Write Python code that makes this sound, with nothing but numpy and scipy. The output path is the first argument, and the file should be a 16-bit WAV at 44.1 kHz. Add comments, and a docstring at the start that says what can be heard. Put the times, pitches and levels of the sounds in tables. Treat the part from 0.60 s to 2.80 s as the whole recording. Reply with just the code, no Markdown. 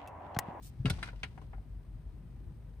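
"""A sleeve swishes past inside a parked car. A plastic lever and its latch release with a thump and
two clacks; the part slides briefly along a guide and clicks into its socket; a few soft knocks follow.
Each contact rings the part it strikes and scatters off the close cabin surfaces, while pushes boom the
trim panel. Cloth and slide are rubbing noise that catches and slips. Underneath, a low hum, a rumble
and faint hiss fill the small, padded cabin."""
import sys
import numpy as np
from scipy import signal
from scipy.io import wavfile

SR = 44100
rng = np.random.default_rng(int(sys.argv[2]) if len(sys.argv) > 2 else 0)


def transcribe(u):
    """Save the signal u as a 16-bit wav file named by the first command-line argument.

    u: samples, shape (n,) or (channels, n), limited to [-1, 1]; the rate is SR.
    q: integer samples, one column per channel.
    """
    v = np.clip(np.atleast_2d(u).T, -1, 1)
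    q = np.round(v * 32767).astype(np.int16)
    wavfile.write(sys.argv[1], SR, q)


N = 97020
TIME = np.arange(N) / SR

# Plastic contacts: start_s, part, knock_db, clack_db, edge_db, tick_db, t60_s, edge_hz, edge_ring_db
CONTACTS = [(0.2553, "lever", -46.5, -37, -41, -53.5, 0.1, 2850, 8),
            (0.2655, "lever", -48, -47.5, -51, -63, 0.036, 1405, 7.5),
            (0.282, "lever", -50, -52, -80, -83, 0.049, 1420, 1),
            (0.2984, "latch", -41, -35, -38.5, -39.5, 0.04, 1745, -3),
            (0.3013, "latch", -46, -44, -39.5, -42.5, 0.035, 3560, 0),
            (0.3072, "latch", -45, -63, -42, -56, 0.1, 4020, 5.5),
            (0.384, "guide", -47, -66, -80, -90, 0.087, 1090, 9.5),
            (0.4278, "guide", -56, -34, -45, -50, 0.053, 2040, -1.5),
            (0.434, "guide", -62, -44, -53, -59, 0.059, 1480, 2),
            (0.465, "guide", -74, -54, -72, -68, 0.024, 2110, -1),
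            (0.4758, "guide", -53, -53.5, -76, -80, 0.03, 2200, -8),
            (0.486, "guide", -55.5, -49, -59.5, -79, 0.1, 1500, 5),
            (0.529, "guide", -51.5, -68, -76, -90, 0.093, 970, 1),
            (0.559, "guide", -80, -70, -70, -81, .05, 2900, 7),
            (0.632, "socket", -51, -35, -43.5, -56, 0.084, 2550, 2.5),
            (0.7765, "socket", -53, -58, -78.5, -77, 0.1, 936, 7),
            (0.815, "socket", -57, -70, -70, -80, 0.24, 1045, 11.5),
            (0.9319, "socket", -51.5, -53.5, -105, -86, 0.085, 760, 3),
            (0.980, "socket", -61.5, -72.5, -97, -92, 0.036, 830, 8)]
# Where knock, clack, edge and tick sit in the spectrum: centre_hz
REGISTERS = [600, 2000, 4500, 9000]
# The voice of each part (lever, latch, guide, socket): pitch_hz, level_db, t60_s
PART_MODES = { "lever": [(438, 5.5, 0.05), (570, 0, 0.075), (787, 0, .1), (1080, -7.5, 0.15),
              (1346, -0.5, 0.13), (1680, -4.5, .08), (2244, -4, .07), (2570, -4, 0.05), (2920, -15, 0.06),
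              (3270, -7, 0.043), (3770, -4, .08), (4700, -10.5, 0.16)], "latch": [(616, 2, 0.035),
              (753, -5, 0.068), (1400, -2, 0.065), (1470, -3, .08), (1780, -16, 0.037), (2072, -0.5, 0.04),
              (2230, -5, .045), (2600, -7, 0.037), (3400, -6, .05), (3546, -2.5, 0.051),
              (4130, -7.5, 0.043), (5650, -2, .045), (8000, -10, 0.066), (9170, -2.5, 0.035),
              (13100, -6, .025), (13900, -11, .02)], "guide": [(936, 1, 0.054), (1398, 2, 0.068),
              (1518, 2.5, .055), (1765, -7, 0.049), (2067, -2.5, 0.054), (2190, -9, 0.076),
              (2438, -8, 0.082), (2780, -9, 0.049), (3480, -12, 0.046), (4000, -2.5, 0.063),
              (4760, -5.5, 0.064), (5230, -9, 0.055)], "socket": [(430, -6.5, 0.12), (772, 3.5, 0.067),
              (1004, -5, 0.082), (1286, -8, 0.044), (1411, -5.5, 0.089), (1650, -4, 0.043),
              (1945, -8.5, .05), (2158, -0.5, 0.05), (2337, -4, .055), (2880, -2.5, 0.062),
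              (3360, -15, 0.05), (3670, -9, 0.043), (4400, -7, 0.066), (6300, 5, 0.03)]}
# Stereo placement of the contacts: frequency_hz, left_minus_right_db
CONTACT_PAN = [(300, 1), (800, 4.5), (1400, 2), (2300, 4.5), (4500, -1), (10000, -2.5)]
def plastic_rings(chatter_s=0.001575, edge_t60_s=0.037, lag_s=0.00018, max_lag_cycles=0.22):
    """Each contact rings the part it strikes; the touching edge hits just after and adds its own note."""
    rings = []
    for part, modes in PART_MODES.items():
        for hz, db, t60 in modes:
            rings.append((hz, from_db(db) * ring(strikes(part, hz), hz, t60)))
    for k, (start_s, *_, hz, db) in enumerate(CONTACTS):
        edge_hit = signal.unit_impulse(N, int((start_s + chatter_s) * SR))
        rings.append((hz, from_db(db) * strengths(hz)[k] * ring(edge_hit, hz, edge_t60_s)))
    out = 0
    for hz, left in rings:
        right = np.interp(TIME - min(lag_s, max_lag_cycles / hz), TIME, left)  # arrives a little later
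        out = out + pan(at_hz(CONTACT_PAN, hz)) * [left, right]
    return out


def strengths(hz):
    """How hard each contact excites this frequency."""
    return from_db([at_hz(list(zip(REGISTERS, levels)), hz) for _, _, *levels, _, _, _ in CONTACTS])


def strikes(part, hz, settle_s=0.002):
    """One impulse per contact on this part, randomly late and signed, so its modes start one by one."""
    train = np.zeros(N)
    for (start_s, struck, *_), strength in zip(CONTACTS, strengths(hz)):
        wait, side = rng.random(2)
        if struck == part:
            train[int((start_s + settle_s * wait) * SR)] = strength * np.sign(side - .5)
    return train


# The plastic tone of every noise burst: frequency_hz, level_db
PLASTIC_EQ = [(250, 0.5), (500, 1.5), (770, 1.5), (1150, 0.5), (1500, 4), (2100, 2), (2800, 4.5), (4000, 3),
              (5600, 0), (7000, 0), (8800, 8), (10300, 7), (13500, -26), (15500, -18)]
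# Stereo width of the bursts and the rubbing: frequency_hz, left_right_likeness
CONTACT_WIDTH = [(250, -0.035), (700, 0.97), (1400, -0.02), (4000, -0.066), (9000, 0.15)]
def plastic_scatter(gain_db=-4.5, rise_s=0.00042, hold_s=0.0028, tail_db=-26.5, tail_t60_s=0.42):
    """Each contact scatters off close surfaces as a noise burst, trailed by the faint cabin after-ring."""
    starts, *_, t60s, _, _ = map(np.array, zip(*CONTACTS))
    ages = np.maximum(TIME - starts[:, None], 0)
    rise = np.minimum(ages / rise_s, 1)
    tail_power = from_db(tail_db - 60 * ages / tail_t60_s) ** 2
    decay = np.log(1e6) * np.maximum(ages - hold_s, 0) / t60s[:, None]
    out = 0
    for hz, noise in noise_bands(CONTACT_WIDTH, PLASTIC_EQ[0][0]):
        damping = max(hz / 2000, 1) ** 0.087  # treble dies sooner
        burst_power = np.exp(-np.minimum(decay * damping, 20))
        envelope = np.sqrt(strengths(hz) ** 2 @ (rise * (burst_power + tail_power)))
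        gain = from_db(gain_db + at_hz(PLASTIC_EQ, hz)) / 2
        out = out + gain * pan(at_hz(CONTACT_PAN, hz)) * envelope * rms_one(noise)
    return out


# Pushes on the trim: centre_s, level_db, contact_s, ring_time_ratio
PUSHES = [(0.1988, -23.5, 0.0081, 2.5), (0.2494, -23, 0.0025, 0.71), (0.2545, -20.5, 0.0033, 0.78),
          (0.2612, -20, 0.0053, 1.43), (0.278, -31, 0.0052, 0.27), (0.3018, -27, 0.0042, 0.48),
          (0.308, -9.5, 0.0063, 0.08), (0.319, -42, 0.0017, 1.5), (0.3315, -23.5, 0.0065, 0.43),
          (0.640, -44.5, 0.0023, 1.3)]
# The boom of the trim panel: pitch_hz, level_db, t60_s
TRIM_MODES = [(62, -19, 0.073), (129.3, 2.5, 0.068), (188, -8, 0.073), (260.6, -0.5, 0.059),
              (417.4, -13.5, 0.18), (572, -14, 0.076)]
def trim_thumps():
    """Soft pushes set the trim panel booming; a firm grip damps it."""
    boom = 0
    for centre_s, push_db, contact_s, ring_time_ratio in PUSHES:
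        push = np.cos(np.pi * np.clip((TIME - centre_s) / contact_s, -.5, .5)) ** 2
        push /= push.sum()
        for hz, mode_db, t60 in TRIM_MODES:
            boom = boom + from_db(push_db + mode_db) * ring(push, hz, t60 * ring_time_ratio)
    return pan(2.5) * low_cut(boom, hz=73)  # the thumps' deepest bass is rolled off


# The slide's fader moves: time_s, level_db
SLIDE_FADER = [(0.245, -73.5), (0.272, -53), (0.33, -55.5), (0.415, -58.5), (0.45, -49), (0.49, -60.5),
               (0.52, -68.5), (0.60, -68.5), (0.72, -71.5), (0.95, -79)]
# The tone of the part on its guide: frequency_hz, level_db
SLIDE_EQ = [(180, -36), (300, -12.5), (1080, -2), (1250, -22), (1520, -2), (1650, -7), (4930, -13.5),
            (11000, -28), (13800, -39), (15000, -61)]
def guide_slide():
    """The part rubs along its guide between the clacks."""
    return fader(SLIDE_FADER) * friction(SLIDE_EQ, grain_db=-2.5, grain_hz=112) * pan(2.2)


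# The bright tone of cloth: frequency_hz, level_db
SLEEVE_EQ = [(1500, -16), (3000, -4), (4700, -1), (7200, 1), (8300, 2), (9500, -1), (11300, -1),
             (13200, -1), (15000, -1)]
def sleeve_brush(start_s=0.0224, attack_s=0.011, hold_s=0.036, release_s=0.04, gain_db=-56.5):
    """Cloth lands at about half strength and rubs past in one short swish."""
    corners = start_s + np.cumsum([0, attack_s, hold_s, release_s])
    envelope = np.interp(TIME, corners, [0.49, 1, 1, 0], left=0)
    return from_db(gain_db) * envelope * friction(SLEEVE_EQ, grain_db=2.0, grain_hz=248)


# The hum's swells and dips: time_s, level_db
HUM_FADER = [(0.0, -50), (0.08, -51.5), (0.12, -65), (0.26, -46), (0.64, -46), (0.67, -71.5), (0.99, -38.5),
             (1.06, -62), (1.11, -42.5), (1.18, -46), (1.2, -50), (1.36, -43.5), (1.39, -54.5),
             (1.49, -42.5), (1.52, -52), (2.2, -49)]
def cabin_hum(pitch_hz=49, wander_hz=2.67):
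    """One low tone that wavers in pitch as it swells and dips."""
    phase = 2 * np.pi * np.cumsum(pitch_hz + wander_hz * drift(rate_hz=6.03)) / SR
    return fader(HUM_FADER) * rms_one(np.sin(phase))


# The bass-heavy room tone: frequency_hz, level_db
AIR_EQ = [(22, -25), (50, -9.5), (82, -11), (113, -11.5), (145, -16.5), (218, -25), (408, -35.5),
          (765, -39), (1300, -46), (2000, -49.5), (3200, -58), (6500, -65), (10000, -57.5), (15000, -63)]
# The rumble's fader moves: time_s, gain_db
RUMBLE_FADER = [(0, -49), (0.2, -48), (0.4, -42.5), (0.52, -50), (0.7, -48), (1.1, -50), (1.75, -48),
                (1.87, -45), (1.98, -50), (2.2, -53)]
# Room tone width, narrow in the bass and wide on top: frequency_hz, left_right_likeness
AIR_WIDTH = [(40, 0.93), (150, 0.92), (300, 0.65), (600, 0.64), (3000, 0.59), (12000, 0.24)]
def cabin_air(rumble_top_hz=400, hiss_gain_db=-52.5):
    """A bed of noise: the rumble rises and falls under a faint, steady hiss."""
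    bands = [(hz, from_db(at_hz(AIR_EQ, hz)) * noise) for hz, noise in noise_bands(AIR_WIDTH, AIR_EQ[0][0])]
    rumble_gain, hiss_gain = fader(RUMBLE_FADER), from_db(hiss_gain_db)
    air = sum((rumble_gain if hz < rumble_top_hz else hiss_gain) * noise for hz, noise in bands)
    return air / np.std(sum(noise for _, noise in bands))


# Treble peaks and dips of the microphone ports: centre_hz, gain_db, width_hz
PORT_EQ = [(7240, -4.5, 1500), (8440, 3.5, 2000), (11490, -32.5, 690), (13100, 3.5, 3600)]
def microphone(x):
    """The ports colour the treble, one bell filter for each peak or dip."""
    for hz, db, width_hz in PORT_EQ:
        gain, angle = from_db(db / 2), 2 * np.pi * hz / SR
        width, tuning = np.sin(angle) * width_hz / hz / 2, -2 * np.cos(angle)
        zeros = [1 + width * gain, tuning, 1 - width * gain]
        poles = [1 + width / gain, tuning, 1 - width / gain]
        x = signal.lfilter(zeros, poles, x)
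    return x


def ring(force, hz, t60):
    """One mode: a unit click starts a dying sine of height 1."""
    decay, angle = from_db(-60 / (t60 * SR)), 2 * np.pi * hz / SR
    return signal.lfilter([0, np.sin(angle)], [1, -2 * decay * np.cos(angle), decay ** 2], force + 1e-18)


def friction(eq, grain_db, grain_hz):
    """Rubbing noise that catches and slips; rms 1."""
    rub = sum(from_db(at_hz(eq, hz)) * noise for hz, noise in noise_bands(CONTACT_WIDTH, eq[0][0]))
    return rms_one(rub * from_db(grain_db * drift(grain_hz)))


def noise_bands(likeness, lowest_hz):
    """Third-octave bands of stereo noise, each with its centre frequency."""
    edges = 20 * 2 ** (np.arange(30) / 3)
    white = rng.standard_normal((2, 2, N))
    for k, (low, high) in enumerate(zip(edges, edges[1:])):
        if high > lowest_hz:
            hz = np.sqrt(low * high)
            band = signal.butter(2, [low, high], "band", fs=SR, output="sos")
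            mid, side = signal.sosfilt(band, white[k % 2])
            alike = np.clip(at_hz(likeness, hz), -1, 1)
            yield hz, np.sqrt(1 + alike) * mid + np.sqrt(1 - alike) * side * [[1], [-1]]


def drift(rate_hz, step=40):
    """A smooth random wander with rms 1, drawn once every step samples."""
    pole = np.exp(-2 * np.pi * rate_hz * step / SR)
    white = rng.standard_normal(N // step + 2002)
    slow = signal.lfilter([1], [1, -2 * pole, pole ** 2], white)[2000:]
    return np.interp(np.arange(N) / step, np.arange(len(slow)), rms_one(slow))


def from_db(db):
    """Decibels to gain."""
    return 10 ** (np.asarray(db) / 20)


def rms_one(x):
    """Scale to rms 1."""
    return x / np.sqrt(np.mean(x ** 2) + 1e-20)


def at_hz(points, hz):
    """Read a curve on a log-frequency axis."""
    frequencies, values = np.transpose(points)
    return np.interp(np.log(hz), np.log(frequencies), values)


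def fader(points):
    """Gain over time from time_s, level_db points."""
    return from_db(np.interp(TIME, *np.transpose(points)))


def pan(db):
    """Left and right gains, with the left louder by db."""
    return from_db(np.array([[db], [-db]]) / 2)


def low_cut(x, hz):
    """Roll off the bass below hz."""
    return signal.sosfilt(signal.butter(2, hz, "high", fs=SR, output="sos"), x)


def scene():
    """The mechanism and the sleeve up front, over a cabin bed that leans slightly left."""
    foreground = plastic_scatter() + plastic_rings() + trim_thumps() + guide_slide() + sleeve_brush()
    return foreground + pan(2.5) * (cabin_air() + cabin_hum())


def record(dry):
    """After the microphone, the deepest bass is rolled off and the top is cut steeply."""
    high_cut = signal.ellip(10, .1, 80, 15200, fs=SR, output="sos")
    return signal.sosfilt(high_cut, low_cut(microphone(dry), hz=26.5))


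dry = scene()
out = record(dry)
transcribe(out)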